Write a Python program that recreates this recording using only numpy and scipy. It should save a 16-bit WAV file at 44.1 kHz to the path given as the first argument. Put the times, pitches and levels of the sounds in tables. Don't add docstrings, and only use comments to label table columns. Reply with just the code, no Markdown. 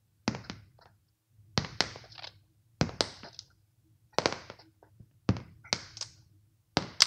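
import sys
import numpy as np
from scipy import signal
from scipy.fft import rfft, irfft, next_fast_len
from scipy.io import wavfile
from scipy.ndimage import uniform_filter1d

SR = 44100
rng = np.random.default_rng(int(sys.argv[2]) if len(sys.argv) > 2 else 0)


def bounce(signal):
    frames = np.transpose(np.atleast_2d(signal))
    limited = np.clip(frames, -1, 1)
    pcm = np.round(limited * 32767).astype(np.int16)
    wavfile.write(sys.argv[1], SR, pcm)


def makeup_ratio(level_db):
    decades = np.asarray(level_db, float) / 20
    return 10 ** decades


N = 311346


def unit(x):
    return x / np.sqrt(np.mean(x ** 2) + 1e-20)


def peak_one(x):
    return x / np.abs(x).max()


def along(points, hz):
    f, v = np.transpose(points)
    return np.interp(np.log(hz + 1), np.log(f + 1), v)


def filtered(x, response):
    m = next_fast_len(x.shape[-1] + 8192)
    spectrum = rfft(x, m) * response(np.fft.rfftfreq(m, 1 / SR))
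    return irfft(spectrum, m)[..., :x.shape[-1]]


def banded(x, low_hz, high_hz):
    sos = signal.butter(3, [low_hz, high_hz], "band", fs=SR, output="sos")
    return signal.sosfilt(sos, x)


def ringing(x, modes, detune=1):
    def response(f):
        total = 0
        for k, (centre, width, db) in enumerate(modes):
            centre = centre * detune
            damping = 1j * f * width
            total = total + (-1) ** k * makeup_ratio(db) * damping / (centre ** 2 - f ** 2 + damping)
        return total
    return filtered(x, response)


def add(track, s, x):
    track[round(s * SR):][:len(x)] += x


# f/Hz, level/dB
AIR = [(150, -79), (300, -72.5), (600, -73.5), (1200, -78), (3000, -92.5), (5000, -85.5), (8000, -100)]


def air():
    return filtered(rng.standard_normal(N), lambda f: makeup_ratio(along(AIR, f) + 23))


# f/Hz, level/dB per Hz
DRONE = [(20, -48), (50, -11), (75, -11.5), (105, 0.5), (135, -11), (200, -23.5), (400, -37.5), (1000, -65)]
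# t/s, level/dB
RUMBLE = [(0.0, -72), (0.5, -66), (0.9, -68), (1.15, -77.5), (1.25, -88), (1.34, -63.5), (1.9, -62.5),
          (2.4, -70.5), (3.0, -68), (3.55, -71), (3.63, -74.5), (3.85, -67.5), (4.75, -73.5), (5.02, -65),
          (5.22, -71), (5.6, -68), (6.4, -67.5), (6.72, -73.5)]
# t/s, level/dB
LINE_PEEKS = [
    (1.49, -82),
    (2.25, -73.5),
    (2.52, -73.5),
    (3.87, -76.5),
    (4.5, -66.5),
    (4.661, -63),
    (4.87, -69),
    (6.17, -75),
    (6.35, -67.5),
    (6.5, -79.5),
]


def drone(pen):
    t = np.arange(N) / SR
    memory_s, open_from_db = 0.071, -60.5
    keep = np.exp(-1 / (memory_s * SR))
    recent = signal.lfilter([1 - keep], [1, -keep], pen ** 2)
    open_db = np.maximum(10 * np.log10(recent + 1e-12) - open_from_db, 0)

    rumble = unit(filtered(rng.standard_normal(N), lambda f: makeup_ratio(along(DRONE, f))))
    rumble_db = np.interp(t, *np.transpose(RUMBLE)) + 3.5 + 0.38 * open_db

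    line_mode = [(319.5, 17, 0)]
    line = unit(ringing(ringing(rng.standard_normal(N), line_mode), line_mode))
    peek_s = 0.03
    peeks = sum(makeup_ratio(db) * np.exp(-((t - s) / peek_s) ** 2) for s, db in LINE_PEEKS)
    line_gain = makeup_ratio(-90 + 0.8 * open_db) + peeks
    return makeup_ratio(rumble_db) * rumble + line_gain * line


# f/Hz, t60/s
ROOM = [(60, 1), (200, 0.28), (500, .5), (1500, 0.8), (4000, 1), (8000, 0.6), (14000, 0.9)]
# f/Hz, level/dB
ROOM_DB = [(60, -8), (250, -3), (700, -11.5), (2000, -8.5), (3300, -16), (5500, -12), (10000, -3.5),
           (15000, -16)]
# t/s, level/dB
ECHOES = [(0.0177, -16.5), (0.0343, -23)]


def room(x, uneven_db, wet_db):
    hz, t, z = signal.stft(rng.standard_normal(SR // 2), SR, nperseg=256)
    colour = makeup_ratio(along(ROOM_DB, hz) + wet_db + uneven_db * rng.standard_normal(len(hz)))
    decay = makeup_ratio(-60 * t / along(ROOM, hz)[:, None])
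    tail = signal.istft(z * decay, SR, nperseg=256)[1]
    tail = filtered(tail / np.linalg.norm(tail), lambda f: np.interp(f, hz, colour))
    age = np.arange(len(tail)) / SR
    tail *= 1 - np.exp(-age / 0.005)
    tail += makeup_ratio(-30.5 - 60 * age / 0.058) * (age > 0.001) * rng.standard_normal(len(tail))
    for s, db in ECHOES:
        tail[round(s * SR):][:8] += makeup_ratio(db - 17) * rng.standard_normal(8)
        tail[round(s * SR)] += makeup_ratio(db - 3.5)
    for delay, size in rng.random((3, 2)):
        tail[round((0.0004 + 0.002 * delay) * SR)] += makeup_ratio(-13) * (4 * size - 2)
    tail[0] += 1
    return signal.fftconvolve(x, tail)


def rub(length, layers):
    u = np.arange(SR // 8) / SR / np.clip(length, 0.002, 0.12)
    stroke = np.clip(6 * u, 0, 1) * np.clip(1 - u, 0, 1) ** 0.66
    snags = makeup_ratio(0.62 * rng.exponential(size=len(u)))
    total = 0
    for modes, low, high, db in layers:
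        grit = rng.standard_normal(len(u)) * snags
        total = total + makeup_ratio(db) * unit(banded(ringing(grit, modes), low, high))
    return stroke * total


# t/s, level/dB, length/s, f/Hz, width/Hz
SQUEAKS = [(3.501, -55, 0.018, 1380, 138.9), (4.102, -65.5, .015, 5680, 80),
           (4.119, -62.5, 0.059, 1893, 90.6), (4.121, -66, .055, 2450, 90), (4.126, -71, 0.065, 5700, 54),
           (4.134, -70.5, .04, 3920, 70), (4.13, -71, .05, 4430, 90), (5.637, -53, 0.057, 1350, 260),
           (5.645, -54, .075, 2150, 260), (5.642, -65.5, 0.024, 6050, 80), (5.668, -71, .04, 5840, 80)]


def squeaks():
    out = np.zeros(N + SR)
    for s, db, length, note_hz, width in SQUEAKS:
        x = rub(length, [([(note_hz, width, 0)], note_hz - width, note_hz + width, db)])
        add(out, s, room(x, uneven_db=0.5, wet_db=-1.5))
    return out[:N]


# t/s, high level/dB, low level/dB, middle level/dB, length/s
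DRAGS = [(0.435, -53.5, -55, -55, 0.04), (0.783, -64.5, -58, -63, 0.0094), (0.808, -58, -53, -57.5, 0.038),
         (0.852, -71.5, -58, -62, 0.068), (1.082, -61, -80.5, -79, 0.013), (2.036, -61, -50.5, -64, 0.03),
         (2.093, -55.5, -81, -79, 0.078), (3.236, -50, -45.5, -53, 0.056), (3.283, -49, -66, -56, 0.0096),
         (4.121, -71.5, -55, -63.5, 0.044), (4.586, -53.5, -51, -60, 0.044),
         (4.819, -88, -57.5, -64.5, 0.1), (5.638, -81.5, -58, -69, 0.065)]
# f/Hz, width/Hz, level/dB
CREAK_HIGH = [(4240, 300, 1), (5050, 360, 0.5), (5640, 300, -6)]
CREAK_LOW = [(415, 40, 0), (654, 37, 1.5), (900, 110, -1.5)]
CREAK_MIDDLE = [(1940, 600, -11), (2270, 270, -16)]


def drags():
    out = np.zeros(N + SR)
    middle = [(1420, 150, 0)] + list(CREAK_MIDDLE)
    for s, high_db, low_db, middle_db, length in DRAGS:
        x = rub(length, [(CREAK_HIGH, 3600, 6200, high_db),
                         (CREAK_LOW, 300, 1100, low_db),
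                         (middle, 1100, 2600, middle_db)])
        add(out, s, room(x, uneven_db=4.5, wet_db=0.5))
    return out[:N]


# t/s, high level/dB, cover level/dB, length/s, high centre f/Hz
SCUFFS = [(2.119, -46.5, -81, 0.014, 4820), (2.15, -48, -56, 0.015, 4500),
          (2.179, -42, -42.5, 0.0055, 4370), (2.19, -43.5, -44, 0.011, 4400),
          (2.2214, -48, -43, 0.0087, 4600), (2.233, -37, -49, 0.0041, 4300),
          (2.24, -38, -40.5, 0.014, 4440), (2.269, -36, -46.5, 0.011, 4470),
          (3.329, -46.5, -70, 0.0043, 4850), (3.344, -47.5, -61, .008, 4970),
          (3.391, -32, -53, 0.0033, 4840), (3.363, -52, -76, 0.0047, 4930),
          (5.9696, -38.5, -55.5, 0.011, 5700), (5.979, -48.5, -75, .007, 5640),
          (6.009, -30.5, -47.5, 0.0089, 5800), (6.019, -36, -41.5, 0.004, 5700),
          (6.0207, -36, -48, 0.015, 4960), (6.041, -52, -65, 0.0028, 5130)]


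def scuffs():
    out = np.zeros(N + SR)
    for s, high_db, cover_db, length, centre_hz in SCUFFS:
        high = [(centre_hz, 1600, 0)]
        x = rub(length, [(high, 0.67 * centre_hz, 1.15 * centre_hz, high_db),
                         (KNOCK, 450, 1500, cover_db - 1),
                         (SLAP, 1000, 3200, cover_db)])
        add(out, s, room(x, uneven_db=1.5, wet_db=-1))
    return out[:N]


# t/s, click level/dB, pad thud level/dB, barrel knock level/dB, hard edge level/dB
LANDINGS = [
    (0.2771, -17.5, -25.5, -26.5, -79),
    (1.5752, -11, -26, -24, -55),
    (2.8104, -17, -22, -21.5, -50.5),
    (4.1836, -13.5, -33, -16, -40.5),
    (5.2889, -25.5, -21.5, -25, -80),
    (6.769, -12, -25, -18.5, -42),
]
# t/s, click level/dB, barrel knock level/dB, cover slap level/dB, hard edge level/dB
FALLS = [
    (0.4966, -25, -41.5, -32, -92),
    (1.8044, -8, -25, -17.5, -40.5),
    (3.0059, -8, -20, -22, -29.5),
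    (4.2564, -11, -15.5, -18.5, -40.5),
    (5.727, -9, -27.5, -21, -38.5),
]
# t/s, click level/dB, barrel knock level/dB, cover slap level/dB
BOUNCES = [(0.3476, -34.5, -31.5, -35.5), (0.7883, -53, -47, -63), (0.8556, -49, -45.5, -54),
           (1.646, -33, -38, -32), (1.837, -35.5, -37, -66.5), (1.9578, -56, -36, -44.5),
           (2.8916, -38, -31.5, -42.5), (4.3235, -24, -27.5, -30), (4.4987, -36.5, -34.5, -38.5),
           (5.3658, -33, -38, -37), (5.401, -49.5, -46.5, -51.5), (6.823, -34, -40, -40.5),
           (7.0023, -35, -39.5, -46)]
# t/s, click level/dB, cover slap level/dB, hard edge level/dB
TICKS = [
    (3.3896, -26.5, -57, -76),
    (5.9692, -30, -65, -51),
    (6.0108, -24, -58, -40),
    (6.0254, -24, -41, -39),
]
# t/s, click level/dB, cover slap level/dB, hard edge level/dB
CHATTER = [
    (7.0047, -7, -31.5, -43.5),
    (7.0175, -19.5, -50, -48),
    (7.0189, -2.5, -20, -19),
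    (7.0197, -3, -25, -36.5),
    (7.0207, -11.5, -20.5, -47),
    (7.0229, -16, -34, -31),
]
# t/s, pad thud level/dB, barrel knock level/dB, cover slap level/dB
PATS = [
    (3.2319, -45, -58, -40),
    (4.8265, -83, -44.5, -73.5),
    (4.998, -45.5, -88, -99),
    (5.111, -60, -58, -59),
    (5.299, -27.5, -50.5, -46),
]


def blows():
    silent_db = -120
    every = [(s, click, thud, knock, -14.5 + 0.55 * click, edge) for s, click, thud, knock, edge in LANDINGS]
    every += [(s, click, -35.5, knock, slap, edge) for s, click, knock, slap, edge in FALLS]
    every += [(s, click, knock - 15.5, knock, slap, click - 44.5) for s, click, knock, slap in BOUNCES]
    for ticks in (TICKS, CHATTER):
        every += [(s, click, click - 47, click - 50, slap, edge) for s, click, slap, edge in ticks]
    every += [(s, silent_db, thud, knock, slap, silent_db) for s, thud, knock, slap in PATS]
    return every


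# f/Hz, width/Hz, level/dB
CLICK = [(2990, 730, -8.5), (4300, 1100, 1), (5120, 1200, 5), (6510, 1900, -5)]
EDGE = [(7660, 1200, 1), (9640, 2000, -12), (13000, 2500, -15), (15300, 1200, -12)]
SLAP = [(1460, 640, -9.5), (2100, 190, -2.5), (2810, 1800, -6.5)]
KNOCK = [(330.8, 270, -4.5), (570, 430, 3), (1162, 480, -1.5)]
THUD = [(64, 44, -6.5), (119, 79, 0), (218, 120, -1.5)]


def strike(click_db, thud_db, knock_db, slap_db, edge_db):
    t = np.arange(SR // 10) / SR
    force = makeup_ratio(-60 * t / 0.0006) * (1 + 0.15 * rng.standard_normal(len(t)))
    barrel_s, pad_s = 0.00012, 0.0003
    barrel_push = t / barrel_s * np.exp(-t / barrel_s)
    pad_push = t / pad_s * np.exp(-t / pad_s)
    detune = 1 + 0.04 * rng.standard_normal(4)
    click = makeup_ratio(click_db + 1.5) * peak_one(banded(ringing(force, CLICK, detune[0]), 1800, 6900))
    edge = makeup_ratio(edge_db + 6.5) * peak_one(banded(ringing(force, EDGE), 6200, 16000))
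    slap = makeup_ratio(slap_db + 7) * peak_one(banded(ringing(force, SLAP, detune[1]), 510, 3300))
    knock = makeup_ratio(knock_db + 4.5) * peak_one(ringing(barrel_push, KNOCK, detune[2]))
    thud = makeup_ratio(thud_db + 6) * peak_one(ringing(pad_push, THUD, detune[3]))
    return click + edge + knock + slap + thud


def contacts():
    out = np.zeros(N + SR)
    for s, *levels_db in blows():
        near = s >= CHATTER[0][0]
        wet_db = 2 - 5.5 * near
        add(out, s + 0.0012, room(strike(*levels_db), uneven_db=0.5, wet_db=wet_db))
    return out[:N]


# f/Hz, level/dB
GATE = [(60, -65), (200, -66.5), (500, -67), (1400, -72), (3000, -85.5), (5000, -77), (7000, -85.5),
        (10000, -83), (15000, -72.5)]
# f/Hz, width/Hz, threshold lowered by level/dB
LINGERS = [(1515, 91, 7), (5150, 300, 5)]


def suppress(x, steepness=5, leak_db=-27):
    hz, _, z = signal.stft(x, SR, nperseg=768, noverlap=576)
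    power = uniform_filter1d(np.abs(z) ** 2, size=5, axis=0)
    memory = 0.6
    recent = np.abs(signal.lfilter([1 - memory], [1, -memory], power, axis=1))
    eased_db = sum(db * np.exp(-((hz - c) / w) ** 2) for c, w, db in LINGERS)
    threshold = makeup_ratio(2 * (along(GATE, hz) - eased_db) - 27.5)
    over = recent / threshold[:, None]
    whole = np.mean(over[hz < 7000], axis=0) * makeup_ratio(1)
    openness = over / (1 + over) * whole / (1 + whole)
    gain = np.maximum(openness ** steepness, makeup_ratio(leak_db))
    return signal.istft(z * gain, SR, nperseg=768, noverlap=576)[1][:N]


def scene():
    pen = contacts() + scuffs() + drags() + squeaks()
    return (suppress(pen + air()) + drone(pen))[None]


def roll_off(x):
    return signal.sosfilt(signal.butter(12, 16530, fs=SR, output="sos"), x)


def record(dry):
    cut = filtered(dry, lambda f: (1j * f / (35 + 1j * f)) ** 2)
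    hiss = makeup_ratio(-80.5) * filtered(rng.standard_normal(dry.shape), lambda f: f < 15700)
    return roll_off(cut + hiss)


dry = scene()
out = record(dry)
bounce(out)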